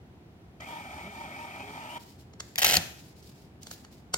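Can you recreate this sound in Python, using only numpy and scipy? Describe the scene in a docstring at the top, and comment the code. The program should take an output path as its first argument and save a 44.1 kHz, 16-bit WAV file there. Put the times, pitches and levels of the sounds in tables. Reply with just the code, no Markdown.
"""The stepper motor of a handheld payment terminal buzzes unevenly as it prints a receipt on a desk:
each step is an impulse that excites the resonances of the motor and its plastic case.
The paper is gripped, ripped across the toothed cutter and pulled taut between two hands; friction
makes it rustle, and fracture makes it crackle. Nearby walls give a short echo over a low outdoor rumble."""
import sys
import numpy as np
from scipy import signal
from scipy.fft import rfft, irfft
from scipy.io import wavfile
from scipy.ndimage import uniform_filter1d

SR = 44100
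rng = np.random.default_rng(int(sys.argv[2]) if len(sys.argv) > 2 else 0)


def generate_wav(sig):
    """Save sig (samples, or channels by samples) to the path in sys.argv[1] as 16-bit PCM at SR."""
    pcm = np.round(np.clip(np.atleast_2d(sig).T, -1, 1) * 32767).astype(np.int16)
    wavfile.write(sys.argv[1], SR, pcm)


N = 183897
TIME = np.arange(N) / SR


def from_db(db):
    """Amplitude ratio of a level in decibels."""
    return 10 ** (np.asarray(db) / 20)


def rms_one(x):
    """Normalisation to unit rms."""
    return x / np.sqrt(np.mean(x ** 2) + 1e-20)


def peak_one(x):
    """Normalisation to unit peak."""
    return x / np.abs(x).max()


def in_time(curve):
    """Linear interpolation of a curve at every sample."""
    return np.interp(TIME, *np.transpose(curve))


def colour(x, spectrum, size=8192):
    """Minimum-phase filtering: folding the cepstrum gives a causal filter with the given spectrum."""
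    hz = np.arange(size // 2 + 1) * SR / size
    points_hz, points_db = np.transpose(spectrum)
    gain = from_db(np.interp(np.log(hz + 1), np.log(points_hz), points_db))
    cepstrum = irfft(np.log(gain))
    cepstrum[1:size // 2] *= 2
    cepstrum[size // 2 + 1:] = 0
    return signal.fftconvolve(x, irfft(np.exp(rfft(cepstrum))))[:len(x)]


def cut(x, hz, kind):
    """Maximally flat low-, high- or band-pass filtering, 12 dB per octave."""
    return signal.sosfilt(signal.butter(2, hz, kind, fs=SR, output="sos"), x)


def resonate(x, modes):
    """Forced resonance: parallel pass bands, summed and scaled to unit rms."""
    return rms_one(sum(from_db(db) * cut(x, [max(hz - width / 2, 20), hz + width / 2], "band")
                       for hz, width, db in modes))


def jitter(hz):
    """Random modulation: low-passed noise of unit rms."""
    return rms_one(cut(rng.standard_normal(N), hz, "low"))


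def phase_of(hz):
    """Phase as the integral of frequency."""
    return 2 * np.pi * np.cumsum(hz) / SR


def gate(start, length, fade_s=0.015):
    """Trapezoidal envelope, with its fades outside the given length."""
    return np.clip(1 + np.minimum(TIME - start, start + length - TIME) / fade_s, 0, 1)


def glides(rows, shake, harmonic=1):
    """Frequency modulation: one harmonic of short linear sweeps, their pitch multiplied by shake."""
    out = np.zeros(N)
    for start, length, start_hz, hz_per_s, db in rows:
        hz = start_hz + hz_per_s * np.clip(TIME - start, 0, length)
        out += from_db(db) * gate(start, length) * np.sin(harmonic * phase_of(hz * shake))
    return out


def strokes(rows, attack_s, sag_db_per_s, t60):
    """Envelope of hand movements: each swells, sags while it lasts and decays exponentially."""
    gain = np.zeros(N)
    for start, length, db in rows:
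        age = TIME - start
        fall_db = sag_db_per_s * np.clip(age, 0, length) + 60 * np.clip((age - length) / t60, 0, 3)
        gain = np.maximum(gain, np.clip(1 + age / attack_s, 0, 1) * from_db(db - fall_db))
    return gain


def grains(per_s, spread_db):
    """Shot noise: random impulses of uneven size."""
    sizes = from_db(spread_db * np.minimum(rng.exponential(1, N), 4)) * rng.choice([-1, 1], N)
    return sizes * (rng.random(N) < per_s / SR)


def swell(peak_s, rise_s, t60):
    """Exponential growth and decay: 60 dB up in rise_s, 60 dB down in t60."""
    age = TIME - peak_s
    return from_db(-60 * np.minimum(np.maximum(-age / rise_s, age / t60), 4))


def crack(peak_s, rise_s, t60, slips_db):
    """Stress release: one impulse amid tiny slips that swell towards it and die away."""
    slips = rng.choice([-1, 1], N) * from_db(slips_db) * swell(peak_s, rise_s, t60)
    return slips + (np.arange(N) == round(peak_s * SR))


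def ring(peak_s, rise_s, modes):
    """Modal vibration: sinusoids that build up, then decay at their own rates."""
    return sum(from_db(db) * swell(peak_s, rise_s, t60) * np.sin(2 * np.pi * hz * (TIME - peak_s))
               for hz, t60, db in modes)


def stereo(x, lag_ms, pan_db, scatter_db, scatter_t60, size=4096):
    """Path difference and scattering: above the bass the right lags; desk and hands scatter treble."""
    half = size // 2
    hz = np.arange(half + 1) * SR / size
    lag_s = lag_ms / 1000 * hz ** 4 / (hz ** 4 + 820 ** 4)
    direct = np.exp(1j * np.pi * hz * lag_s * [[1], [-1]])
    scatter = from_db(scatter_db) * hz ** 2 / np.hypot(hz ** 2, 1580 ** 2)
    diffuse = rfft(rng.standard_normal((2, size)) * from_db(-60 * TIME[:size] / scatter_t60))
    paths = direct + scatter * diffuse / diffuse.std()
    smoothed = np.sqrt(uniform_filter1d(np.abs(paths) ** 2, size=40))
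    paths *= np.hypot(1, scatter) / smoothed   # the treble is lifted evenly
    response = np.roll(irfft(paths), half, axis=1)
    heard = signal.fftconvolve(x[None], response)[:, half:half + N]
    return heard * from_db([[pan_db / 2], [-pan_db / 2]])


# Spectrum of distant traffic: (frequency [Hz], relative level [dB])
TRAFFIC_SPECTRUM = [(15, -60.5), (25, -16.5), (38, -25), (52, -13), (70, -0.5), (170, -4.5), (373, -11),
                    (575, -21), (714, -17.5), (988, -25), (1100, -28), (2910, -36), (9000, -50.5),
                    (16000, -50)]
# Its stereo width: (frequency [Hz], side minus mid level [dB])
TRAFFIC_WIDTH = [(60, -17.5), (200, -15.5), (600, -6.5), (2000, 2.5)]
def traffic():
    """Diffuse field: the far rumble is alike on both sides only at long wavelengths."""
    mid, side = [rms_one(colour(rng.standard_normal(N), TRAFFIC_SPECTRUM)) for _ in range(2)]
    return from_db(-52) * (mid + colour(side, TRAFFIC_WIDTH) * [[1], [-1]])


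# Motor speed, low on dense print and high on blank paper: (time [s], step rate [1/s])
STEP_RATE = [(0.6, 650), (0.665, 657), (0.69, 958), (0.82, 843), (0.88, 693), (0.945, 890), (0.98, 810),
             (1.05, 750), (1.1, 574), (1.14, 817), (1.215, 950), (1.28, 700), (1.335, 720), (1.42, 940),
             (1.5, 716), (1.61, 850), (1.665, 727), (1.72, 880), (1.77, 887), (1.97, 955)]
def stepper(steps_per_line=6, fast_hz=942.5):
    """Impulse excitation: each step gives a kick, and every line of dots takes its own time."""
    rate = in_time(STEP_RATE)
    octaves = np.log2(rate / fast_hz)
    uneven = .035 + .22 * np.maximum(1 - rate / fast_hz, 0)   # slow lines vary most
    line = (np.cumsum(rate) / SR / steps_per_line).astype(int)
    steps_turned = np.cumsum(rate * np.exp(uneven * rng.standard_normal(N)[line])) / SR
    step = steps_turned.astype(int)
    first_of_line = step % steps_per_line == 0
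    force = from_db(8.8 * first_of_line) * (1 + 0.82 * rng.standard_normal(N))
    kicks = rms_one(cut(np.diff(step, prepend=0) * force, 72, "high"))
    return kicks, steps_turned, octaves


# Motor resonances: (frequency [Hz], bandwidth [Hz], relative level [dB])
MOTOR_RESONANCES = [(239, 149, -3.5), (645, 117, -2.5), (798, 96, 0.5), (924.4, 80, 1.5), (1259, 148, -4.5),
                    (1474, 180, -8.5)]
def motor(kicks, octaves):
    """Forced vibration: the kicks drive the motor's modes, more loudly at speed."""
    drive = kicks + 0.5 * rng.standard_normal(N)
    return from_db(-44 + 4.5 * octaves) * resonate(drive, MOTOR_RESONANCES)


# Resonances of the plastic case: (frequency [Hz], bandwidth [Hz], relative level [dB])
CASE_RESONANCES = [(1850, 93, -1.5), (2234, 440, -2), (2310, 100, -9), (2980, 900, -7.5)]
def case(rattle, octaves):
    """Structure-borne sound: the case radiates the gear rattle, slightly less at speed."""
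    return from_db(-52 - octaves) * resonate(rattle, CASE_RESONANCES)


# Spectrum of paper rubbing on the print head: (frequency [Hz], relative level [dB])
FEED_SPECTRUM = [(2120, -31), (3600, -3.5), (4770, 0.5), (9350, -4.5), (11100, -10), (14900, -5.5),
                 (16000, -16)]
# Resonances of the paper slot: (frequency [Hz], bandwidth [Hz], relative level [dB])
SLOT_RESONANCES = [(4620, 230, 1.2), (5460, 120, 2.7)]
def paper_feed(rattle, steps_turned, octaves):
    """Friction noise: paper is dragged over the head step by step, while the rattle excites the slot."""
    rub = rng.standard_normal((2, N)) * (1 + 0.45 * np.cos(2 * np.pi * steps_turned))
    hiss = rms_one(np.array([colour(side, FEED_SPECTRUM) for side in rub]))
    slot = from_db(-12) * resonate(rattle, SLOT_RESONANCES)
    return from_db(6 * octaves + [[-55], [-57]]) * rms_one(hiss + slot)


# Steady tone of the drive: (time [s], level [dB])
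WHINE_ENVELOPE = [(0.9, -49.5), (1.0, -52), (1.33, -48), (1.43, -49.5), (1.58, -49.5), (1.8, -50.5)]
# One glide per block of print: (time [s], duration [s], start frequency [Hz], sweep [Hz/s], level [dB])
WHINE_GLIDES = [(0.621, 0.035, 2020, 7000, -45.5), (0.991, 0.073, 2200, 500, -46),
                (1.225, 0.06, 2230, 1230, -53), (1.318, 0.04, 2220, 2500, -46),
                (1.366, 0.062, 2430, 3960, -52), (1.467, 0.056, 2230, 3504, -49.5),
                (1.547, 0.08, 2310, 2902, -49), (1.813, 0.054, 2740, 1200, -54),
                (1.895, 0.073, 2790, 4490, -47.5)]
def whine(hz=2310):
    """Frequency modulation: random shake roughens the drive's steady tone and its rising glides."""
    shake = 1 + 0.0579 * jitter(498)
    steady = from_db(in_time(WHINE_ENVELOPE)) * np.sin(phase_of(hz * shake))
    return steady + glides(WHINE_GLIDES, shake)


def printer(start_s=0.5985, stop_s=1.98):
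    """Superposition: all parts of the mechanism sound together while the motor runs."""
    kicks, steps_turned, octaves = stepper()
    buzz = motor(kicks, octaves)
    rattle = kicks + 0.84 * rng.standard_normal(N)   # play in the gears
    hiss = paper_feed(rattle, steps_turned, octaves)
    low = stereo(buzz + groans(), lag_ms=0.33, pan_db=-1, scatter_db=-2.5, scatter_t60=0.012)
    high = stereo(case(rattle, octaves) + whine(),
                  lag_ms=0.36, pan_db=2.2, scatter_db=-4, scatter_t60=0.031)
    onset = np.clip((TIME - start_s) / 0.0058, 0, 1)
    coast = from_db(-60 * np.clip((TIME - stop_s) / 0.01896, 0, 2))   # the rollers come to a halt
    return onset * coast * (from_db(0.5) * low + high + hiss + rasps())


# Spectrum of the wall reflections: (frequency [Hz], relative level [dB])
WALL_SPECTRUM = [(100, -1.5), (480, 2), (820, -0.5), (1500, 2), (2350, -2), (3300, -2.5), (5600, -2.5),
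                 (9000, -1), (16000, -8)]
def walls(x, t60, wet_db, build_s):
    """Reverberation: dense reflections build up and decay exponentially, differently on each side."""
    age = TIME[:SR]
    fade = from_db(-60 * age / t60) * np.clip(age / build_s, 0, 1)
    tails = [colour(rms_one(rng.standard_normal(SR) * fade), WALL_SPECTRUM) / np.sqrt(SR) for _ in x]
    return from_db(wet_db) * np.array([signal.fftconvolve(side, tail)[:N] for side, tail in zip(x, tails)])


# Buckles of the receipt and knocks of fingers or gears: (time [s], peak level [dB], relative treble [dB])
CLICK_EVENTS = [(0.607, -39, -24), (2.336, -43, -34), (2.403, -25, 0), (3.227, -48, 16), (3.631, -37, 24),
                (3.669, -35, 12), (3.713, -29.5, 6), (3.848, -41, -38), (4.141, -13.5, 11.5)]
# Spectrum of a click: (frequency [Hz], relative level [dB])
CLICK_SPECTRUM = [(210, -33.5), (350, 1.5), (1820, -1), (2540, -9), (4240, -3), (6230, -8), (6970, -0.5),
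                  (9140, -14.5), (16000, -26)]
def clicks():
    """Buckling and impact: the paper snaps or the case is knocked; sharper contacts carry more treble."""
    out = np.zeros(N)
    for time, db, treble_db in CLICK_EVENTS:
        burst = colour(crack(time + 0.0015, rise_s=0.018, t60=0.016, slips_db=-1.5), CLICK_SPECTRUM)
        treble = from_db(treble_db - 4.5) * cut(burst, 3700, "high")
        out += from_db(db) * peak_one(cut(burst, 6900, "low") - treble)
    return stereo(out, lag_ms=0.078, pan_db=-0.5, scatter_db=-0.5, scatter_t60=0.0056)


# Scrapes in the slot: (time [s], duration [s], frequency [Hz], bandwidth [Hz], level [dB])
SLOT_SCRAPES = [(0.678, 0.04, 9000, 9500, -60), (0.678, 0.1, 3250, 400, -56), (1.35, 0.09, 5400, 700, -69),
                (1.7, 0.096, 4750, 500, -67), (1.9, 0.081, 9000, 11000, -59)]
def rasps():
    """Band-limited friction noise: the emerging paper scrapes in the slot."""
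    return sum(from_db(db) * gate(start, length) * resonate(rng.standard_normal((2, N)), [(hz, width, 0)])
               for start, length, hz, width, db in SLOT_SCRAPES)


# Groans of the case: (time [s], duration [s], start frequency [Hz], sweep [Hz/s], relative level [dB])
GROAN_GLIDES = [(1.032, 0.07, 165, 700, -47.5), (1.633, 0.076, 405, 205, -52)]
def groans():
    """Forced vibration: the labouring motor draws low, shaky glides of two harmonics from the case."""
    shake = 1 + 0.036 * jitter(300)
    return glides(GROAN_GLIDES, shake) + from_db(-6) * glides(GROAN_GLIDES, shake, harmonic=2)


# The receipt is gripped, lifted and straightened: (time [s], duration [s], relative level [dB])
FINGER_SLIDES = [(2.005, 0.019, -58), (2.06, .07, -61.5), (2.19, 0.015, -63.5), (2.42, 0.21, -62),
                 (2.98, 0.12, -59), (3.165, 0.044, -64.5), (3.235, 0.067, -59), (3.35, 0.098, -64.5),
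                 (3.625, 0.08, -58.5), (3.714, .004, -49), (3.73, .085, -60), (3.92, .06, -63.5)]
# Spectrum of the sliding sheet: (frequency [Hz], relative level [dB])
RUSTLE_SPECTRUM = [(880, -33), (1500, -19), (2340, -4), (3060, -3), (5100, 1.5), (6000, -4), (7100, -2.5),
                   (9280, -8), (12500, -8), (16000, -11.5)]
def rustle():
    """Stick-slip friction: the receipt catches and slides in the fingers, brighter when brisk."""
    flutter = from_db(2 * jitter(39.8))
    sliding = strokes(FINGER_SLIDES, attack_s=0.016, sag_db_per_s=40.5, t60=0.253)
    creases = [grains(per_s=5000, spread_db=1.5) for _ in range(2)]   # each side hears its own creases
    sheet = rms_one(np.array([colour(side, RUSTLE_SPECTRUM) for side in creases]))
    sizzle = peak_one(sliding) * rms_one(cut(creases, 10000, "high"))
    return sliding * flutter * (sheet + sizzle) * from_db([[3], [1.8]])


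# Paper giving way at the cutter teeth: (time [s], level [dB], relative edge sizzle [dB])
TOOTH_BREAKS = [(2.558, -23, -16), (2.5802, -17.5, -14), (2.5848, -14.5, -10), (2.592, -13, 0),
                (2.6186, -13, -9), (2.6244, -15.5, -7), (2.632, -14, -19), (2.6454, -8, -8),
                (2.6477, -7.5, -6.5), (2.6493, -8, -18.5), (2.6683, -15, -4.5), (2.699, -11.5, -17.5),
                (2.7357, -14, -13), (2.7512, -22, -12), (2.7545, -16.5, -5), (2.77, -11, -3.5)]
# Spectrum of tearing paper: (frequency [Hz], relative level [dB])
TEAR_SPECTRUM = [(210, -50), (350, -10.5), (790, 3), (1090, -8), (2100, -1), (2310, -1), (3400, -3),
                 (5310, -5.5), (6640, -6), (9140, -15.5), (10900, -16), (12100, -8.5), (16000, -16)]
def tooth_cracks():
    """Stress concentration: the paper breaks at a tooth with a crack, and the parting edge sizzles."""
    out = np.zeros(N)
    for time, db, edge_db in TOOTH_BREAKS:
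        burst = crack(time, rise_s=0.0027, t60=0.0068, slips_db=-14)
        paper = peak_one(cut(colour(burst, TEAR_SPECTRUM), 900, "high"))   # too brief to stir the case fully
        edge = from_db(edge_db) * peak_one(cut(burst, 7400, "high"))
        out += from_db(db) * (paper + edge)
    return stereo(out, lag_ms=0.2, pan_db=2, scatter_db=4.5, scatter_t60=0.0069)


# Tugs that drive the tear along the cutter: (time [s], duration [s], relative level [dB])
TEAR_TUGS = [(2.582, 0.021, -35), (2.62, 0.011, -27), (2.644, 0.081, -26.5), (2.733, 0.0077, -25),
             (2.748, 0.008, -27), (2.766, 0.0042, -25.5)]
# Speed of the tear: (time [s], tooth rate [1/s])
TOOTH_RATE = [(2.62, 740), (2.648, 850), (2.72, 720)]
def rip():
    """Progressive fracture: fibres part in a dense crackle, modulated as tooth after tooth bites."""
    pull = strokes(TEAR_TUGS, attack_s=0.002, sag_db_per_s=22, t60=0.043)
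    shake = 1 + 0.0699 * jitter(297)
    bite = np.sin(phase_of(in_time(TOOTH_RATE) * shake))
    breaks = grains(per_s=4500, spread_db=3.5) * (1 + 0.6 * bite)
    fibres = pull * (rms_one(colour(breaks, TEAR_SPECTRUM)) + from_db(-10.5) * bite)
    return stereo(fibres, lag_ms=0.19, pan_db=0, scatter_db=5.5, scatter_t60=0.0045) + rocking(pull)


# Desk resonances: (frequency [Hz], bandwidth [Hz], relative level [dB])
DESK_RESONANCES = [(90, 59, 0), (169, 133, -2), (606, 310, -9)]
def rocking(pull, lag_s=0.044):
    """First-order lag: the case trails the pull and rocks on the desk, exciting its low modes."""
    pole = np.exp(-1 / (lag_s * SR))
    motion = signal.lfilter([1 - pole], [1, -pole], pull)
    return from_db(-10) * motion * resonate(rng.standard_normal(N), DESK_RESONANCES)


# Modes of the cutter blade: (frequency [Hz], 60 dB decay time [s], level [dB])
CUTTER_MODES = [(4476, 0.0066, -8.5), (6900, 0.005, -14.5)]
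def blade():
    """Free vibration: the last tooth lets go, the paper no longer damps the blade, and it pings."""
    ping = ring(peak_s=2.7695, rise_s=0.005, modes=CUTTER_MODES)
    return stereo(ping, lag_ms=0, pan_db=9, scatter_db=-16.5, scatter_t60=0.019)


# The paper comes free, then snaps taut: (time [s], level [dB])
JOLTS = [(2.7711, -29), (4.14, -38)]
# Modes of a jolt: (frequency [Hz], 60 dB decay time [s], relative level [dB])
JOLT_MODES = [(91.5, 0.2, -9), (168.4, 0.13, -2.5), (530, 0.04, 0.5), (735, 0.1, -6)]
def thumps():
    """Transient excitation: a sudden change in paper tension sets off dull, damped modes."""
    return sum(from_db(db) * ring(time, rise_s=0.01, modes=JOLT_MODES) for time, db in JOLTS)


def scene():
    """Superposition of printer, paper, their reverberation and the background."""
    buzz = printer()
    paper = clicks() + rustle() + tooth_cracks() + rip()
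    shielded = from_db(-2.5) * buzz   # the case shields the motor from the walls
    echo = walls(shielded + paper, t60=0.56, wet_db=-9, build_s=0.005)
    return traffic() + buzz + echo + paper + blade() + thumps()


def record(dry):
    """Band limiting: a steep elliptic low-pass removes the highest treble."""
    cutoff_hz = 15950
    return signal.sosfilt(signal.ellip(10, .2, 80, cutoff_hz, fs=SR, output="sos"), dry)


dry = scene()
out = record(dry)
generate_wav(out)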